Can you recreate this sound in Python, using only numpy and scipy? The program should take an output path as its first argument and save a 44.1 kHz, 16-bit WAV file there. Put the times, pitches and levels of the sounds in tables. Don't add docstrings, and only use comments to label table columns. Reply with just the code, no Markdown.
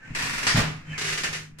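import sys
import numpy as np
from scipy import signal
from scipy.fft import rfft, irfft, next_fast_len
from scipy.io import wavfile
from scipy.ndimage import uniform_filter1d, map_coordinates

SR = 44100
rng = np.random.default_rng(int(sys.argv[2]) if len(sys.argv) > 2 else 0)


def unload_audio(sound):
    columns = np.transpose(np.atleast_2d(sound))
    steps = np.round(np.clip(columns, -1, 1) * 32767)
    wavfile.write(sys.argv[1], SR, steps.astype(np.int16))


N = 70560
T = np.arange(N) / SR
TAIL, CRACK = T[:SR * 3 // 4], T[:2048]

# (t/s, level/dB)
PULL_HITS = [(.149, -28), (.187, -28.5), (.221, -28.5), (.255, -30), (.295, -31), (.335, -30.5),
             (.378, -29), (.429, -28)]
# (t/s, level/dB)
LATCH_HITS = [(.467, -18.5), (.483, -26)]
# (t/s, level/dB)
RELEASE_HITS = [(.5695, -28), (1.586, -43)]
# (t/s, level/dB)
SLAM_HITS = [(.556, -21.5), (.572, -22.5), (.585, -24.5), (.628, -34)]
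# (t/s, level/dB)
RETURN_HITS = [(.978, -30), (.987, -34.5), (1.011, -28), (1.044, -28), (1.064, -31.5), (1.082, -28),
               (1.101, -31), (1.125, -28), (1.175, -27), (1.234, -25), (1.328, -30), (1.345, -34.5)]
# (t/s, level/dB)
STOP_HITS = [(1.243, -29)]
# (f/Hz, level/dB)
PULL_EQ = [(200, -21), (272, -7.5), (340, -10.5), (820, -11.5), (1050, -6), (1900, -1.5), (2660, -1.5),
           (3000, -8.5), (5230, -8.5), (9250, -16.5), (15500, -35.5)]
# (f/Hz, level/dB)
LATCH_EQ = [(220, -15), (867, -12), (1020, -7.5), (1900, -3.5), (3730, -10.5), (4900, -6), (8000, -17),
            (11300, -26), (15500, -60)]
# (f/Hz, level/dB)
RELEASE_EQ = [(2000, -5.5), (5500, -5.5), (9000, -7), (15000, -23)]
# (f/Hz, level/dB)
SLAM_EQ = [(40, -3), (100, 5.5), (550, -3), (1150, -1), (2500, -2.5), (3600, -7.5), (7000, -14.5),
           (15000, -51)]
# (f/Hz, level/dB)
RETURN_EQ = [(300, -17), (400, -7.5), (500, -15.5), (900, -19), (1080, -14), (1830, -8), (2810, -8),
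             (3350, -12), (6250, -11.5), (10700, -25), (15500, -44.5)]
# (f/Hz, level/dB)
DRIVE_MODES = [(1771, -1), (1857, 3.5), (1911, 4.5), (2700, -1), (4624, -6)]
# (f/Hz, level/dB)
RETURN_MODES = [(1793, 2), (1986, 2), (2126, 0), (2837, -1), (3714, -10.5), (4802, -4)]
# (f/Hz, t60/s)
WASH_DECAY = [(2200, 0.55), (5000, 0.52), (9000, 0.5), (15000, 0.63)]
# (t/s, level/dB)
THUMP_HITS = [(0.106, -31), (0.234, -35.5), (.546, -17), (0.574, -16.5), (0.648, -31.5)]
# (f/Hz, level/dB, t60/s)
CABINET_MODES = [(63, -2, 0.11), (125.2, 8, 0.089), (152.5, -3.5, 0.22), (216, -3, 0.13)]
# (t/s, scrape level/dB, rumble level/dB)
SLIDE_FADERS = [(0, -54.5, -61.5), (.1, -45.5, -42.5), (.28, -48, -41), (.68, -40, -36.5), (.83, -53, -49),
                (.92, -41.5, -43.5), (1.0, -41, -49.5), (1.42, -47.5, -50), (1.5, -63.5, -51),
                (1.6, -58, -50)]
# (f/Hz, level/dB)
LEVER_EQ = [(200, -6.5), (1200, -7), (1700, 1), (2700, -1), (3400, -16), (7400, -17), (9000, -28.5),
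            (15000, -42)]
# (f/Hz, level/dB)
RUMBLE_EQ = [(22, 5.5), (40, -16), (68, -4.5), (165, 0.5), (200, -8.5), (270, -3), (900, -80)]
# (t/s, length/s, start f/Hz, end f/Hz, level/dB, pitch jitter/fraction)
SQUEAKS = [(-.015, 0.093, 1610, 1955, -47.5, 0.023), (0.005, 0.082, 1560, 1533, -49, .012),
           (.503, 0.033, 1948, 1703, -27.5, .012), (.868, 0.08, 3120, 3020, -46.5, 0.013),
           (.895, 0.071, 2650, 2500, -44, 0.049), (0.928, 0.015, 1781, 1690, -36.5, 0.007),
           (0.934, 0.0637, 2420, 2176, -38, 0.056)]
# (t/s, level/dB)
SPIN_FADER = [(.66, -30.5), (.72, -35.5), (.78, -40), (.83, -52), (.91, -35), (.97, -47), (1.06, -40.5),
              (1.2, -45.5), (1.4, -43.5), (1.6, -52)]
# (f/Hz, level/dB)
HUM_PARTIALS = [(102.5, -13), (153.5, -1)]
# (f/Hz, level/dB)
ROOM_EQ = [(25, 22), (150, -30), (300, 3), (2000, -17), (15000, -55)]
# (f/Hz, left-right correlation)
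STEREO_IMAGE = [(60, .99), (200, .8), (550, -.15), (1200, .25), (2200, -.1)]
# (f/Hz, left minus right level/dB)
PORT_BALANCE = [(400, .3), (1100, -2), (2000, .8), (4200, -2.5), (8000, 3.5), (12000, .3)]


def mechanism():
    return (
        clacks(PULL_HITS, PULL_EQ, DRIVE_MODES, crack_db=4.5, crack_s=.002, steel_db=-10.5, decay=1)
        + clacks(LATCH_HITS, LATCH_EQ, DRIVE_MODES, crack_db=1.5, crack_s=.0032, steel_db=-16, decay=1)
        + clacks(RELEASE_HITS, RELEASE_EQ, DRIVE_MODES,
                 crack_db=5, crack_s=.0031, steel_db=-29, decay=.55)
        + clacks(SLAM_HITS, SLAM_EQ, DRIVE_MODES, crack_db=.5, crack_s=.0021, steel_db=-16, decay=.77)
        + clacks(RETURN_HITS, RETURN_EQ, RETURN_MODES,
                 crack_db=-1, crack_s=.0024, steel_db=-10, decay=.7)
        + clacks(STOP_HITS, LEVER_EQ, RETURN_MODES, crack_db=-5, crack_s=.0037, steel_db=-11, decay=.79))


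def clacks(hits, eq, modes, crack_db, crack_s, steel_db, decay):
    out = np.zeros((2, N))
    body, shared = wash(eq, decay), .75
    for start, db in hits:
        ring = np.sqrt(shared) * body + np.sqrt(1 - shared) * wash(eq, decay)
        ring += amp(steel_db) * steel(modes, decay)
        add(out, start, amp(db) * ring * (1 - np.exp(-TAIL / .0018)))
        # roughly 17 ms apart, each rebound 2 dB below the last
        rebounds = [(.017 * (k + rng.uniform(-.67, .39)), 1 - 2 * k) for k in range(1, 4)]
        for delay, trim_db in [(.0001, 0)] + rebounds:
            envelope = np.exp(-CRACK / crack_s) * (1 - np.exp(-CRACK / .00042))
            add(out, start + delay, amp(db + crack_db + trim_db) * envelope * noise(eq, len(CRACK)))
    return out


def steel(modes, decay, base_t60=.33):
    ring = np.zeros((2, len(TAIL)))
    for hz, db in modes:
        gain = amp(db + rng.normal(0, 2.5, (2, 1)))
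        ring += gain * np.sin(2 * np.pi * (hz * TAIL + rng.random((2, 1))))
    return ring * amp(-60 * TAIL / (decay * base_t60))


def wash(eq, decay):
    hz, t, spectrum = signal.stft(noise(eq, len(TAIL)), SR, nperseg=256)
    t60 = decay * along(WASH_DECAY, hz)[:, None]
    _, ring = signal.istft(spectrum * amp(-60 * t / t60), SR, nperseg=256)
    return ring[:, :len(TAIL)]


def cabinet_thumps():
    out = np.zeros(N)
    boom = sum(amp(db - 60 * TAIL / t60) * np.sin(2 * np.pi * hz * TAIL) for hz, db, t60 in CABINET_MODES)
    attack = (1 - np.exp(-TAIL / .0021)) ** 2
    for start, db in THUMP_HITS:
        add(out, start, -amp(db) * boom * attack)
    return out


def lever_slide():
    scrape_db, rumble_db = faders(SLIDE_FADERS)
    scrape = amp(scrape_db + .76 * wobble(140)) * noise(LEVER_EQ)
    return scrape + amp(rumble_db) * noise(RUMBLE_EQ)


def squeaks(reverb_db=.5, reverb_t60=.36):
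    direct = np.zeros(N)
    for start, length, start_hz, end_hz, db, jitter in SQUEAKS:
        progress = np.clip((T - start) / length, 0, 1)
        pitch = (start_hz + (end_hz - start_hz) * progress) * (1 + jitter * wobble(900))
        envelope = amp(db + 2.5 * wobble(300)) * np.sin(np.pi * progress)
        direct += envelope * np.sin(2 * np.pi * np.cumsum(pitch) / SR)
    room = rng.standard_normal((2, len(TAIL))) * amp(-60 * TAIL / reverb_t60)
    reverb = signal.fftconvolve(direct[None], room / np.linalg.norm(room[0]), axes=1)[:, :N]
    return direct + amp(reverb_db) * reverb


def reel_hum(start_s=.6, rise_s=.06):
    level_db, = faders(SPIN_FADER)
    drone = np.zeros(N)
    for hz, db in HUM_PARTIALS:
        gain = amp(db + wobble(14))
        speed = 1 + .006 * wobble(16)
        drone += gain * np.sin(2 * np.pi * hz * np.cumsum(speed) / SR)
    fade_in = np.clip((T - start_s) / rise_s, 0, 1)
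    return fade_in * amp(level_db) * np.sqrt(2) * drone


def room_tone():
    return amp(-63) * noise(ROOM_EQ)


def noise(eq, size=N):
    hz = np.fft.rfftfreq(size, 1 / SR)
    spread = np.arccos(along(STEREO_IMAGE, hz)) / 2
    spectrum = rfft(rng.standard_normal((2, size))) * amp(along(eq, hz))
    mid, side = irfft(spectrum * [np.cos(spread), np.sin(spread)], size)
    stereo = np.array([mid + side, mid - side])
    return stereo / np.sqrt(np.mean(stereo ** 2) + 1e-20)


def amp(db):
    return 10 ** (np.asarray(db) / 20)


def along(points, hz):
    freqs, values = np.transpose(points)
    return np.interp(np.log(hz + 1), np.log(freqs + 1), values)


def faders(rows):
    times, *columns = np.transpose(rows)
    return [np.interp(T, times, column) for column in columns]


def wobble(rate):
    return map_coordinates(rng.standard_normal(int(N * rate / SR) + 4), [T * rate])


def add(track, start, sound):
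    part = track[..., max(0, round(start * SR)):][..., :sound.shape[-1]]
    part += sound[..., :part.shape[-1]]


def noise_suppressor(mix, threshold_db=-55, crossover_hz=1800):
    treble = signal.sosfiltfilt(signal.butter(2, crossover_hz, "highpass", fs=SR, output="sos"), mix)
    power = np.abs(uniform_filter1d(np.mean(treble ** 2, axis=0), size=600))
    gain = np.sqrt(power / (power + amp(threshold_db) ** 2))
    return mix - treble * (1 - gain)


def scene():
    return mechanism() + cabinet_thumps() + lever_slide() + squeaks() + reel_hum() + room_tone()


def record(dry):
    size, high_cut_hz = next_fast_len(N + 8192), 15700
    hz = np.fft.rfftfreq(size, 1 / SR)
    ports = amp(along(PORT_BALANCE, hz) * np.array([[.5], [-.5]]))
    spectrum = rfft(noise_suppressor(dry), size)
    return irfft(spectrum * ports * (hz < high_cut_hz), size)[:, :N]


dry = scene()
out = record(dry)
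unload_audio(out)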